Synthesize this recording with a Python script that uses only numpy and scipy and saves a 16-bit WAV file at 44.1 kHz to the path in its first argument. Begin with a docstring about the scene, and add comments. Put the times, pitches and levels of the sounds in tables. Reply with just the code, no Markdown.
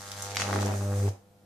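"""Electric arc in a small room

A transformer feeds an arc on the floor, restriking 100 times a second. A thin spitting buzz
flares with sharp snaps, then swells into a flame with a deep hum.
It goes out at once and leaves the faint hum of the transformer."""
import sys
import numpy as np
from scipy import signal
from scipy.fft import rfft, irfft
from scipy.io import wavfile

SR = 44100
rng = np.random.default_rng(int(sys.argv[2]) if len(sys.argv) > 2 else 0)


def to_wav(sig):
    """Store sig (one row per channel, or 1-D mono) as 16-bit WAV at the path in sys.argv[1].

    Samples outside -1..1 are clipped; the rate is SR.
    """
    pcm = np.clip(np.atleast_2d(sig), -1, 1) * 32767
    pcm = np.round(pcm).astype(np.int16)
    wavfile.write(sys.argv[1], SR, pcm.T)  # frames by channels


N = 63945
T = np.arange(N) / SR
BUZZ_HZ, FLARE_S, OUT_S = 100, .364, 1.0894
SPARK_OFFSET_S, FLAME_OFFSET_S, SPARK_WIDTH_S = .0075, .0095, .000182
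HUM_FALL_DB_PER_S = 391


def amp(db):
    """Decibels to gain."""
    return 10 ** (np.asarray(db) / 20)

def unit_rms(x):
    """Scale to rms 1."""
    return x / np.sqrt(np.mean(x ** 2) + 1e-20)

def curve(table, t=T, column=1):
    """Table column, interpolated in time."""
    rows = np.array(table)
    return np.interp(t, rows[:, 0], rows[:, column])

def spectrum(table, hz):
    """Table interpolated in log frequency."""
    freq_hz, value = np.transpose(table)
    return np.interp(np.log(hz + 1), np.log(freq_hz + 1), value)

def colour(x, tone):
    """Filter by a spectrum in dB."""
    gain = amp(spectrum(tone, np.fft.rfftfreq(2 * N, 1 / SR)))
    return irfft(rfft(x, 2 * N) * gain)[..., :N]

# Left-right likeness: freq_hz, correlation
STEREO_CORRELATION = [(150, 0.91), (1500, 0.07), (4000, 0.24), (12000, 0.24)]

def noise(tone, grain_db=0):
    """Stereo noise, alike in the bass; grain makes it crackle."""
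    white = rng.standard_normal((2, N))
    grain = amp(grain_db * np.minimum(rng.exponential(1, N), 6))
    left, other = rfft(white * grain)
    shared = spectrum(STEREO_CORRELATION, np.fft.rfftfreq(N, 1 / SR))
    right = shared * left + np.sqrt(1 - shared ** 2) * other
    return unit_rms(colour(irfft(np.array([left, right]), N), tone))

def drift(rate_hz):
    """Slow random wander, rms 1."""
    lowpass = np.exp(-(np.fft.rfftfreq(N, 1 / SR) / rate_hz) ** 2)
    return unit_rms(irfft(rfft(rng.standard_normal(N)) * lowpass, N))

def pulse(at_s, level_db, half_width_s, order=3):
    """Pressure pulse of one strike; higher order flattens the top."""
    return amp(level_db) * np.exp(-np.minimum(abs(T - at_s) / half_width_s, 10) ** order / 2)

def burst(start_s, level_db, decay_s, rise_s=.0003):
    """Envelope: linear rise, exponential decay."""
    return amp(level_db) * np.clip((T - start_s) / rise_s, 0, 1) * np.exp(-abs(T - start_s) / decay_s)

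def ring_out(db_per_s):
    """Decay once the arc is out."""
    return amp(-db_per_s * np.maximum(T - OUT_S, 0))

def unrest(t):
    """Restlessness of the arc; drops as the flame settles."""
    return np.interp(t, (.68, .88), [1, .3])

def radiate(x, cutoff_hz):
    """A small source radiates little bass."""
    return signal.sosfilt(signal.butter(1, cutoff_hz, "high", fs=SR, output="sos"), x)


# Spark restrikes: time_s, level_db
SPARK_LEVEL = [(0, -30.5), (.12, -31), (.22, -28), (.33, -30), (.38, -29), (.68, -36), (.8, -44)]

def spark(jitter_s=.000015, scatter_db=1.1):
    """Thin buzz: a square, regular pulse each half cycle."""
    out = np.zeros(N)
    for at_s in np.arange(SPARK_OFFSET_S, OUT_S, 1 / BUZZ_HZ):
        late, size = rng.standard_normal(2)
        level_db = curve(SPARK_LEVEL, at_s) + scatter_db * size
        out += pulse(at_s + jitter_s * late, level_db, SPARK_WIDTH_S, order=6)
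    return out

# Flame restrikes: time_s, level_db, half_width_s
FLAME_SHAPE = [(.36, -35, 0.00018), (.44, -22, 0.00018), (.5, -15.5, 0.00019), (.57, -33, 0.0012),
               (.66, -16, 0.00037), (.71, -24.5, 0.00017), (.77, -32.5, 0.00044), (.85, -26.5, 0.00023),
               (.98, -41, 0.00013), (1.08, -29, 0.00029)]
# Loud snaps: time_s, level_db, half_width_s
SNAP_PULSES = [(.3694, -7.5, .00005), (.3990, -14, .00012), (.4194, -11, .00009), (.4693, -20, .00011),
               (.5095, -15.5, .00016), (.5298, -9, .00015), (.5397, -15, .00015), (.5601, -9.5, .00019),
               (.5894, -17.5, .00011), (.6291, -14.5, .0002), (.6796, -20.5, .00014), (.7392, -17.5, .0002),
               (.8099, -22, .00021), (.8198, -25, .00019), (.9197, -23.5, .00019), (.9295, -22.5, .00021),
               (.9395, -23.5, .00019), (1.0003, -27.5, .00016)]

def flame(jitter_s=.00022, scatter_db=1.8):
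    """Rounder, unsteady restrikes; a snap replaces the nearest one."""
    out = sum(pulse(*snap) for snap in SNAP_PULSES)
    for at_s in np.arange(FLAME_OFFSET_S, OUT_S, 1 / BUZZ_HZ):
        late, size = rng.standard_normal(2)
        snap_gap_s = min(abs(at_s - snap[0]) for snap in SNAP_PULSES)
        if at_s > FLARE_S and snap_gap_s > .5 / BUZZ_HZ:
            level_db = curve(FLAME_SHAPE, at_s) + scatter_db * size
            half_width_s = curve(FLAME_SHAPE, at_s, column=2)
            out += pulse(at_s + jitter_s * unrest(at_s) * late, level_db, half_width_s)
    return out

def electrode_ring(x, pitch_hz=2350, width_hz=500, until_s=.43):
    """The first snaps, on bare metal, ring the electrodes."""
    resonance = signal.iirpeak(pitch_hz, pitch_hz / width_hz, fs=SR)
    return x + .8 * signal.lfilter(*resonance, x * (T < until_s))

# Nearby surfaces: delay_s, left_gain, right_gain
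REFLECTIONS = [(.00032, -0.22, -0.4), (.0015, .19, 0.23), (.0029, -0.42, 0.08), (.0062, 0.23, 0.25)]

def strikes():
    """Spark and flame pulses with their early reflections."""
    direct = radiate(spark(), cutoff_hz=805) - radiate(electrode_ring(flame()), cutoff_hz=607)
    return direct + sum(np.array([[left], [right]]) * np.interp(T - delay_s, T, direct, left=0)
                        for delay_s, left, right in REFLECTIONS)

# Flame hum: time_s, fundamental_db, overtones_db
HUM_LEVEL = [(0, -53, -60), (.2, -45, -66), (.35, -40.5, -57), (.48, -33, -37), (.56, -26.5, -31),
             (.66, -26.5, -31.5), (.77, -28.5, -36.5), (.92, -26, -34), (1, -24, -39.5), (1.06, -21.5, -33),
             (1.09, -22, -43)]
# Hum overtones: harmonic, gain_db
HUM_OVERTONES = [(2, -3), (3, -11), (4, -12), (5, -11.5), (6, -14), (7, -40)]
# Sinking resonance: time_s, centre_hz
HUM_RESONANCE = [(.8, 605), (.9, 551), (1, 503), (1.05, 410)]

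def flame_hum(offset_s=.0083, left_lag_s=.000083, half_width_hz=61, waver_rad=.92):
    """The flame swells and collapses each half cycle; a resonance emerges as it settles."""
    phase = 2 * np.pi * BUZZ_HZ * (T - offset_s)
    lag = 2 * np.pi * BUZZ_HZ * left_lag_s * np.array([[.5], [-.5]])
    out = amp(curve(HUM_LEVEL)) * np.sin(phase) * np.ones((2, 1))
    for harmonic, gain_db in HUM_OVERTONES:
        detuning = (harmonic * BUZZ_HZ - curve(HUM_RESONANCE)) / half_width_hz
        lift_db = 18 * (1 - unrest(T)) / (1 + detuning ** 2)
        level_db = curve(HUM_LEVEL, column=2) + gain_db + lift_db + drift(5.1)
        waver = waver_rad * unrest(T) * drift(4.4)
        out += amp(level_db) * np.sin(harmonic * (phase - lag) + waver) * ring_out(db_per_s=456)
    return -np.sqrt(2) * out * ring_out(HUM_FALL_DB_PER_S)

def puffs(rise_s=.00064, decay_s=.0011, steady=.32, scatter_db=1.66):
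    """Envelope: a puff after each strike, evening out as the flame settles."""
    offset_s = np.where(T < FLARE_S, SPARK_OFFSET_S, FLAME_OFFSET_S - SPARK_WIDTH_S)
    age_s = (T - offset_s) % (1 / BUZZ_HZ)
    shape = unit_rms(steady + np.minimum(age_s / rise_s, 1) * np.exp(-age_s / decay_s))
    uneven = shape * amp(scatter_db * drift(38))
    return (1 + unrest(T) * (uneven - 1)) * (T < OUT_S)

def sprays(gain_db=-23, loss_db_per_doubling=9):
    """Envelope of crackle thrown by snaps; wider snaps throw less."""
    out = np.zeros(N)
    for start_s, level_db, half_width_s in SNAP_PULSES:
        loss_db = loss_db_per_doubling * np.log2(half_width_s / .0001)
        out += burst(start_s, level_db + gain_db - loss_db, decay_s=.0016)
    return out

# Fine hiss: time_s, level_db
HISS_LEVEL = [(0, -45), (.1, -50), (.19, -47), (.24, -41.5), (.34, -59), (.4, -49), (.47, -46), (.59, -45),
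              (.7, -48), (.78, -44), (.9, -49.5), (.99, -43.5), (1.085, -48.5)]
# Hiss spectrum: freq_hz, gain_db
HISS_SPECTRUM = [(100, 5.5), (500, 0.5), (1600, 5), (2650, -7), (3500, -2), (6000, -1.5), (8200, 1),
                 (11000, -1.5), (14500, -4.5)]
# Coarse crackle of the flaring electrodes: time_s, level_db
CRACKLE_LEVEL = [(.16, -49.5), (.3, -45), (.368, -46), (.382, -36), (.42, -35), (.46, -43), (.56, -45),
                 (.68, -45.5), (.78, -86)]
# Crackle spectrum: freq_hz, gain_db
CRACKLE_SPECTRUM = [(200, -37), (1000, -0.5), (2200, 2.5), (4000, 2.5), (7000, -2.5), (10000, -7),
                    (14500, -19)]

def sizzle(grain_db=1.5):
    """Hiss and crackle follow each strike; snaps add crackle."""
    puffing = puffs()
    hiss = amp(curve(HISS_LEVEL)) * puffing * noise(HISS_SPECTRUM, grain_db)
    crackle = (amp(curve(CRACKLE_LEVEL)) * puffing + sprays()) * noise(CRACKLE_SPECTRUM, grain_db)
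    return hiss + crackle

# Arc spits: start_s, level_db, decay_s, centre_hz
SPIT_BURSTS = [(.1172, -25.5, .002, 4100), (.2215, -31.5, .007, 7800), (.3483, -29, .002, 2400),
               (.358, -25.5, .0025, 2500), (.659, -33, .004, 7500), (1.088, -44, .009, 5500)]

def spits(skirt_db=-12):
    """The arc spits short hisses, each around its own pitch."""
    out = np.zeros((2, N))
    for start_s, level_db, decay_s, hz in SPIT_BURSTS:
        band = [(hz / 4, 2 * skirt_db), (hz / 2, skirt_db), (hz, 0), (2 * hz, skirt_db)]
        out += burst(start_s, level_db, decay_s) * noise(band)
    return out

# Flame turbulence: time_s, level_db
ROAR_LEVEL = [(0, -66.5), (.33, -48), (.4, -42), (.5, -38), (.57, -34), (.63, -37.5), (.73, -36),
              (.78, -46), (1.05, -43.5), (1.085, -37.5)]
# Turbulence spectrum: freq_hz, gain_db
ROAR_SPECTRUM = [(25, -38), (70, -11), (150, -6), (350, 1.5), (750, 0.5), (1050, -10), (2500, -14),
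                 (8000, -35)]

def roar():
    """Hot air churns, throbbing with the current."""
    throb = 1 + .64 * np.cos(2 * np.pi * BUZZ_HZ * T)
    return amp(curve(ROAR_LEVEL)) * throb * (T < OUT_S) * noise(ROAR_SPECTRUM)

def mains_tones(table):
    """Mains harmonics, each wavering slightly in level."""
    return np.sqrt(2) * sum(amp(level_db + drift(.75)) * np.cos(2 * np.pi * hz * (T - SPARK_OFFSET_S))
                            for hz, level_db in table)

# Idle core: pitch_hz, level_db
IDLE_TONES = [(100, -63), (200, -66), (500, -65), (600, -76), (700, -70), (800, -71.5), (900, -82),
              (1400, -80.5)]
# Loaded core: pitch_hz, level_db
LOAD_TONES = [(500, -54.5), (700, -59), (800, -58), (900, -61.5)]
# Load on the core: time_s, gain_db
LOAD_GAIN = [(0, -10), (.15, -8), (.3, 9.5), (.45, 1), (.7, -23)]

def transformer():
    """The core hums throughout and rings louder under load."""
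    idle = mains_tones(IDLE_TONES)
    loaded = mains_tones(LOAD_TONES) * amp(curve(LOAD_GAIN))
    return idle + loaded * ring_out(HUM_FALL_DB_PER_S)

# Room decay: freq_hz, t60_s
ROOM_DECAY = [(1500, 0.33), (14000, 0.28)]

def room(x):
    """Short diffuse tail; treble dies sooner."""
    hz, t, bands = signal.stft(noise([(60, -6), (300, 1), (900, 0)]), SR, nperseg=256)
    decay = amp(-60 * t / spectrum(ROOM_DECAY, hz)[:, None])
    tail = signal.istft(bands * decay, SR, nperseg=256)[1][:, :N] * (T > .003)
    return signal.fftconvolve(x, tail / np.linalg.norm(tail[0]), axes=1)[:, :N]

def scene():
    """The arc and its room over the transformer."""
    pulses = strikes()
    hiss = sizzle() + spits() + roar()
    reverb = room(amp(-4) * pulses + amp(-4.5) * hiss)
    return pulses + hiss + reverb + flame_hum() + transformer()

# Left microphone: freq_hz, gain_db
LEFT_RESPONSE = [(3000, -3), (5200, 2), (6300, 7.5), (7500, 0), (9000, -7), (11000, -13.5), (14000, -48)]
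# Right microphone: freq_hz, gain_db
RIGHT_RESPONSE = [(3000, -3), (6000, 1.5), (8200, 2), (14000, -0.5)]
# Noise floor: freq_hz, gain_db
FLOOR_SPECTRUM = [(25, -18), (150, -9), (300, -13), (700, -18), (2000, -29.5), (14500, -34.5)]

def record(dry):
    """Two unlike microphones, faint noise floor, 14.5 kHz band limit."""
    mics = np.array([colour(dry[0], LEFT_RESPONSE), colour(dry[1], RIGHT_RESPONSE)])
    floor = amp(-63) * noise(FLOOR_SPECTRUM)
    lowpass = signal.firwin(511, 14500, window=("kaiser", 9), fs=SR)
    return signal.oaconvolve(mics + floor, lowpass[None], "same")


dry = scene()
out = record(dry)
to_wav(out)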